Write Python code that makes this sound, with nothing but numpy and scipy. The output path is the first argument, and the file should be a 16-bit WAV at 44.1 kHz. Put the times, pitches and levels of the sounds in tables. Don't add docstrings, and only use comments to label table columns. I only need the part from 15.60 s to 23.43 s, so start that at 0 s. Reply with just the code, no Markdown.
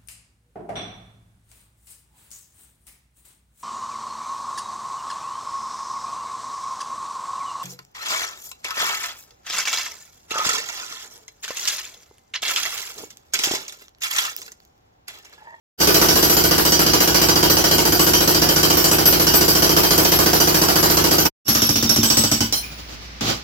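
import sys
import numpy as np
from scipy import signal
from scipy.fft import rfft, irfft
from scipy.io import wavfile

SR = 44100
rng = np.random.default_rng(int(sys.argv[2]) if len(sys.argv) > 2 else 0)


def transcribe(signal):
    frames = np.atleast_2d(signal).T
    limited = np.clip(frames, -1, 1)
    pcm = np.round(limited * 32767).astype(np.int16)
    wavfile.write(sys.argv[1], SR, pcm)


N = 345303
TIME = np.arange(N) / SR
AGE = np.arange(16384) / SR
SECOND_SPOT_S, SET_DOWN_S = 5.8, 7.609

# frequency in Hz, noise density in dB.
CRACK_SPECTRUM = [(100, -56), (600, -52), (2000, -61.5), (3500, -67), (5700, -47.5), (7500, -59),
                  (15000, -71)]
# pitch in Hz, then level in dB at the first spot, at the second spot,
# once sunk in there and when lifted, then left over right in dB.
CHISEL_MODES = [(1499.2, -33, -39, -34, -55, -1.5), (2872, -34, -42, -42, -39, 6),
                (2986, -38.5, -36, -33, -28, -1.5), (3139, -30, -41, -36.5, -24.5, 2.5),
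                (4144, -32, -49, -45, -15.5, 0.5), (4755, -29, -34, -28.5, -47, -11),
                (4850, -25.5, -42, -36, -21, 1), (5527, -30, -19, -26.5, -18, -10.5),
                (5670, -38, -25.5, -31, -40, 10), (5974, -27, -45, -45, -18, -3.5),
                (6980, -38, -42, -42, -48, 0.5), (7150, -35, -38, -34, -25, 14.5),
                (7990, -35.5, -38, -20, -42, 1.5), (9450, -39, -50, -48, -33, 8),
                (11540, -30, -20.5, -28, -33, 4.5), (11640, -35, -31, -33, -45, 5),
                (11890, -28.5, -48, -40, -35, -2.5), (14630, -26.5, -35, -36, -26, -3),
                (15520, -41, -48, -48, -48, 2)]


def from_db(db):
    return 10 ** (np.asarray(db) / 20)


def unit_rms(x):
    return x / np.sqrt(np.mean(x ** 2) + 1e-20)


def at_hz(points, hz):
    knots, values = np.transpose(points)
    return np.interp(np.log(hz + 1), np.log(knots), values)


def pan(left_over_right_db):
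    return from_db(np.array([[.5], [-.5]]) * left_over_right_db)


def butter(x, order, hz, kind="low"):
    return signal.sosfilt(signal.butter(order, hz, kind, fs=SR, output="sos"), x)


def add(out, s, sound):
    start = max(round(s * SR), 0)
    out[..., start:start + sound.shape[-1]] += sound[..., :N - start]


def ring(drive, hz, t60):
    radius, angle = from_db(-60 / (t60 * SR)), 2 * np.pi * hz / SR
    return signal.lfilter([0, np.sin(angle)], [1, -2 * radius * np.cos(angle), radius ** 2], drive + 1e-18)


def room_noise(spectrum, size, count=1):
    # frequency in Hz, likeness of left and right (1 or more is fully alike).
    likeness = [(60, 0.07), (200, 1.3), (350, 0.24), (640, -0.14), (1400, -0.35), (3000, 0.06),
                (6000, -0.21), (15000, 0)]
    # frequency in Hz, left over right in dB.
    balance = [(300, 2), (600, -4.5), (1400, -2), (2500, 0.5), (4400, -2.5), (6000, -4), (7500, -0.5),
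               (11000, 5), (12500, -1), (15000, 5.5)]
    hz = np.arange(size // 2 + 1) * SR / size
    mid, side = rfft(rng.standard_normal((2, count, 1, size)))
    alike = np.clip(at_hz(likeness, hz), -1, 1)
    stereo = np.sqrt((1 + alike) / 2) * mid + np.sqrt((1 - alike) / 2) * side * [[1], [-1]]
    return irfft(stereo * from_db(at_hz(spectrum, hz)) * pan(at_hz(balance, hz)), size) * np.sqrt(SR / 2)


def linger(hold_s, t60, rise_s):
    return (1 - np.exp(-AGE / rise_s)) / np.sqrt(1 + from_db(120 * (AGE - hold_s) / t60))


def grit(per_s, spread_db):
    knots = np.cumsum(rng.exponential(1 / per_s, 20000))
    jumps = np.clip(rng.standard_normal(len(knots)), -2, 2)
    return unit_rms(from_db(spread_db * np.interp(TIME, knots, jumps)))


def long_run(start_s, end_s):
    # time in seconds, blows per second.
    blow_rate = [(2.9, 14.15), (3.0, 14.105)]
    # time in seconds, then level in dB of the thud,
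    # the crunch, the chisel's lower modes and its upper modes.
    bearing = [(.2, -5.5, 5.5, 2, 2.5), (.8, -3.5, 2, -1.5, 2), (1.5, -4.5, 3, 0, -2.5),
               (2.3, -2.5, 2.4, -0.5, 1), (3.7, -3.5, 2.4, -1, 2), (4.2, -3, 4, -2.5, 1.5),
               (5.65, -3.5, 3, -2, 0.5)]
    working = TIME[(TIME >= start_s) & (TIME < end_s)]
    turns = np.cumsum(np.interp(working, *np.transpose(blow_rate))) / SR
    starts = np.interp(np.arange(int(turns[-1]) + 1), turns, working)
    knots, *curves = np.transpose(bearing)
    levels = np.transpose([np.interp(starts, knots, db) for db in curves])
    luck = np.clip(rng.standard_normal((len(starts) + 1, 4)), -2, 2)
    slip_s = .0006 * luck[1:, 0]
    rebound_share, scatter_db = 0.47, [0, 0.73, 1.2, 2]
    scatter = (luck[1:] - rebound_share * luck[:-1]) * scatter_db
    return np.column_stack([starts + slip_s, levels + scatter])


def thud(blows, jolts, modes, level_db, uneven_db, right_lag_s):
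    clicks = np.zeros(N)
    for (s, thud_db, *_), lucks in zip(blows, rng.standard_normal((len(blows), len(jolts)))):
        for (delay, db), luck in zip(jolts, lucks):
            add(clicks, s + delay, from_db([thud_db + db + uneven_db * luck]))
    boom = sum((-1) ** k * from_db(db) * ring(clicks, hz, t60) for k, (hz, db, t60) in enumerate(modes))
    return from_db(level_db) * np.array([boom, np.interp(TIME - right_lag_s, TIME, boom)])


def fragment_colour(bursts, ripple_db, width_hz):
    hz = np.arange(len(AGE) // 2 + 1) * SR / len(AGE)
    knots = np.arange(0, SR / 2, width_hz)
    ripples = np.clip(rng.standard_normal((len(knots), len(bursts))), -2, 2).T
    gains = np.array([unit_rms(from_db(ripple_db * np.interp(hz, knots, row))) for row in ripples])
    return irfft(rfft(bursts) * gains[:, None], len(AGE))


def crunch(blows, spectrum, envelope, crossover_hz, grit_db):
    same, *fresh = room_noise(spectrum, size=len(AGE), count=len(blows) + 1)
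    fresh = fragment_colour(np.array(fresh), ripple_db=4.0, width_hz=70)
    clatter = butter(same, 1, crossover_hz)
    crushes = butter(fresh, 1, crossover_hz, "high")
    out = np.zeros((2, N))
    for (s, _, db, *_), crush in zip(blows, crushes):
        add(out, s, from_db(db - np.median(blows[:, 2])) * envelope * (clatter + crush))
    return out * grit(per_s=900, spread_db=grit_db)


def crack(blows, level_db, t60):
    bursts = room_noise(CRACK_SPECTRUM, size=len(AGE), count=len(blows))
    out = np.zeros((2, N))
    for (s, _, _, lower_db, _), burst in zip(blows, bursts):
        add(out, s, burst * from_db(level_db + lower_db - 60 * AGE / t60))
    return out


def chisel(blows, t60, uneven_db, lower_db, upper_db, strike_gain):
    sunk_s, lifted_s, upper_from_hz = 6.4, 6.9, 7500
    stance = np.searchsorted([SECOND_SPOT_S, sunk_s, lifted_s], blows[:, 0])
    lower = linger(hold_s=0.023, t60=0.23, rise_s=0.00018), blows[:, 3] + lower_db
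    upper = linger(hold_s=0.038, t60=0.22, rise_s=0.0014), blows[:, 4] + upper_db
    build_up = np.sqrt(t60 * SR / np.log(1000)) / 2
    out = np.zeros((2, N))
    for hz, *stance_db, pan_db in CHISEL_MODES:
        envelope, force_db = upper if hz > upper_from_hz else lower
        luck = np.minimum(rng.exponential(1, len(blows)), 3.5) - 1
        strengths = from_db(force_db + np.array(stance_db)[stance] + uneven_db * luck)
        polarities = rng.choice([-1, 1], (len(blows), 2, 1))
        power, clicks = np.zeros(N), np.zeros((2, N))
        for s, strength, polarity in zip(blows[:, 0], strengths, polarities):
            add(power, s, (strength * envelope) ** 2)
            add(clicks, s, strike_gain * strength * polarity)
        chatter = np.sqrt(power) * rng.standard_normal((2, N)) / build_up
        out += pan(pan_db) * ring(clicks + chatter, hz, t60)
    return out


def room_tone(air_db, hum_db, hum_hz):
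    # frequency in Hz, noise density in dB.
    air_spectrum = [(25, -68), (60, -57.5), (120, -62.5), (330, -69), (850, -72), (2350, -69),
                    (3000, -72.5), (5500, -71.5), (9500, -97), (15000, -93.5)]
    hum = np.sqrt(2) * from_db(hum_db) * np.sin(2 * np.pi * hum_hz * TIME) * (TIME > SECOND_SPOT_S)
    return hum + from_db(air_db) * room_noise(air_spectrum, size=N)[0]


def squeaks(blows, level_db, top_hz, fall_hz, length_s):
    stroke = np.minimum(AGE / length_s, 1)
    out = np.zeros((2, N))
    for s, (detune, *phases) in zip(blows[:, 0], rng.standard_normal((len(blows), 3))):
        hz = (top_hz - fall_hz * stroke) * (1 + 0.0095 * detune)
        tone = np.sin(2 * np.pi * (np.cumsum(hz) / SR + np.array(phases)[:, None]))
        add(out, s - length_s, from_db(level_db) * np.sin(np.pi * stroke) * tone)
    return out


def after_ring(s, level_db, t60):
    # pitch in Hz, level in dB.
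    free_modes = [(10300, 0), (15540, 5)]
    out = np.zeros((2, N))
    for hz, db in free_modes:
        tone = np.sin(2 * np.pi * (hz * TIME + rng.random((2, 1))))
        add(out, s, tone * from_db(level_db + db - 60 * TIME / t60))
    return out


def drag_level():
    # start of the hold in seconds, level in dB, hold in seconds.
    scrapes = [(7.04, -30, .03), (7.117, -31, 0.018), (7.189, -29.5, 0.018), (7.295, -29.5, 0.052),
               (7.42, -33, 0.037)]
    level = np.zeros(N)
    for s, db, hold in scrapes:
        before, after = np.maximum(s - TIME, 0), np.maximum(TIME - s - hold, 0)
        level += from_db(db - 600 * before - 350 * after)
    shove_peak_s = 7.702
    shove_db = -9 - np.maximum(146 * (shove_peak_s - TIME), 212 * (TIME - shove_peak_s))
    return level + from_db(shove_db) * (TIME > SET_DOWN_S)


def rubble(knock_db, knock_t60, heavy_db, scratch_hz):
    # frequency in Hz, noise density in dB.
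    grind_spectrum = [(35, -50), (60, -29), (118, -6), (294, -8.5), (540, -13), (842, -14), (968, -20),
                      (1220, -12.5), (1550, -20.5), (4220, -15.5), (7230, -21.5), (8510, -36), (16000, -33)]
    level = drag_level() * grit(per_s=300, spread_db=0.5)
    add(level, SET_DOWN_S, from_db(knock_db - 60 * AGE / knock_t60))
    grind = unit_rms(room_noise(grind_spectrum, size=N)[0])
    scratch = butter(grind, 2, scratch_hz, "band")
    weight = np.minimum(level / from_db(heavy_db), 1)
    return level * (weight * grind + (1 - weight) * scratch)


def clink(s, hz, chatter_db, chatter_t60):
    chatter = np.zeros((2, N))
    add(chatter, s, rng.standard_normal((2, len(AGE))) * from_db(chatter_db - 60 * AGE / chatter_t60))
    return ring(chatter, hz, t60=0.043)


def scraped_steel(rub_db, t60, lowpass_hz):
    pressure = from_db(rub_db) * drag_level() * grit(per_s=200, spread_db=1.0)
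    rub = butter(pressure * rng.standard_normal((2, N)), 1, lowpass_hz)
    return sum(from_db(db) * pan(pan_db) * ring(rub, hz, t60) for hz, db, *_, pan_db in CHISEL_MODES)


def landing_tick(t60):
    out = np.zeros((2, N))
    add(out, SET_DOWN_S, room_noise(CRACK_SPECTRUM, size=len(AGE))[0] * from_db(-60 * AGE / t60))
    return out


def fades(first_in_s, first_out_s, second_in_s, second_db):
    fade_in_s, fade_out_s = 0.044, 0.038
    first = np.clip(np.minimum((TIME - first_in_s) / fade_in_s, (first_out_s - TIME) / fade_out_s), 0, 1)
    second = np.clip((TIME - second_in_s) / fade_in_s, 0, 1)
    return first ** 2 + from_db(second_db) * second ** 2


def scene():
    # delay in seconds, level in dB.
    first_jolts = [(.0013, -0.5), (.0073, -7.5), (.0148, -23), (0.03, 3), (.0412, -2.5)]
    second_jolts = [(.0001, -4.5), (.0069, -8.5), (0.0216, -4)]
    # pitch in Hz, level in dB, seconds to fall by 60 dB.
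    first_boom = [(58.7, -21, 0.13), (75, -19, 0.064), (95.5, -27.5, 0.29), (154.8, -24, 0.37),
                  (239, -30.5, 0.51), (284.3, -30, 0.27), (314.6, -19.5, 0.14), (355.6, -24.5, 0.23),
                  (367, -34, 0.066)]
    second_boom = [(77.6, -25, 0.3), (109, -16, 0.34), (154, -23, 0.19), (187.5, -21, 0.17),
                   (227, -12, 0.21), (296, -16.5, 0.25), (357, -19, 0.17)]
    # frequency in Hz, noise density in dB.
    first_crunch = [(28, -81.5), (55, -48), (200, -55), (350, -41), (550, -47.5), (1000, -50),
                    (1450, -51.5), (2100, -58), (3700, -58.5), (5600, -53.5), (7000, -61), (8600, -67.5),
                    (10900, -61.5), (12400, -56.5), (15500, -62)]
    second_crunch = [(30, -71.5), (90, -47.5), (280, -46.5), (500, -50), (1200, -49), (2000, -55.5),
                     (3100, -49), (4200, -50.5), (5900, -43), (7200, -55.5), (8600, -67), (10800, -61),
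                     (12400, -52), (15500, -54.5)]
    # start in seconds, then level in dB
    run_down = [(5.812, -1, -2.5, 8, 5), (5.881, 2, -1, -1.5, 6), (5.95, 1, -.5, 2, 5),
                (6.019, 1.5, -2.5, 2, 2), (6.091, 2.5, -5, 2, 6), (6.156, 3, -3.5, -0.5, -5),
                (6.226, 5.5, -5, 1, -4), (6.293, 6, -2.5, 3.5, 5), (6.361, 6, -5, 3.5, -4),
                (6.431, 2, 0.5, 1.5, 7), (6.501, 4, -1, 4.5, 5), (6.57, 4, 0, 4, 10.5),
                (6.637, 1.5, -5, 4.5, -4), (6.715, 0, -3.5, 5, 3), (6.806, -1.5, -6, 3.5, -6),
                (6.925, -25, -7, -2.5, 6.5)]
    first_out_s = 5.703
    first, second = long_run(start_s=0.1318, end_s=first_out_s), np.array(run_down)
    out = thud(first, first_jolts, first_boom, level_db=-0.9, uneven_db=1.5, right_lag_s=0.00044)
    out += thud(second, second_jolts, second_boom, level_db=0.2, uneven_db=4.0, right_lag_s=0.0001)
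    out += crunch(first, first_crunch, linger(hold_s=0.033, t60=0.21, rise_s=0.00086),
                  crossover_hz=740, grit_db=1.34)
    out += crunch(second, second_crunch, linger(hold_s=0.031, t60=0.23, rise_s=0.00017),
                  crossover_hz=407, grit_db=0.5)
    out += crack(first, level_db=0.1, t60=0.053) + crack(second, level_db=6.5, t60=0.11)
    out += chisel(np.vstack([first, second]), t60=0.088, uneven_db=2.5,
                  lower_db=2.5, upper_db=0.04, strike_gain=1.254)
    out += squeaks(second[2:-3], level_db=-18, top_hz=3840, fall_hz=424, length_s=0.021)
    out += after_ring(second[-1, 0], level_db=-33, t60=1.1)
    out += landing_tick(t60=0.018)
    out += thud([(SET_DOWN_S, 0)], [(0.0021, 0)], second_boom, level_db=-4.5, uneven_db=0, right_lag_s=0)
    out += rubble(knock_db=-16, knock_t60=0.17, heavy_db=-30, scratch_hz=[1600, 6400])
    out += clink(s=7.025, hz=2430, chatter_db=-43, chatter_t60=0.45)
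    out += room_tone(air_db=1.0, hum_db=-33, hum_hz=59.2)
    out += scraped_steel(rub_db=-5.5, t60=0.066, lowpass_hz=3500)
    return out * fades(first_in_s=0.176, first_out_s=first_out_s, second_in_s=5.847, second_db=-8.5)


def record(dry):
    low_cut_hz, high_cut_hz = 34, 15800
    rounded = np.tanh(butter(dry, 2, low_cut_hz, "high"))
    return signal.sosfilt(signal.ellip(10, .2, 80, high_cut_hz, fs=SR, output="sos"), rounded)


dry = scene()
out = record(dry)
transcribe(out)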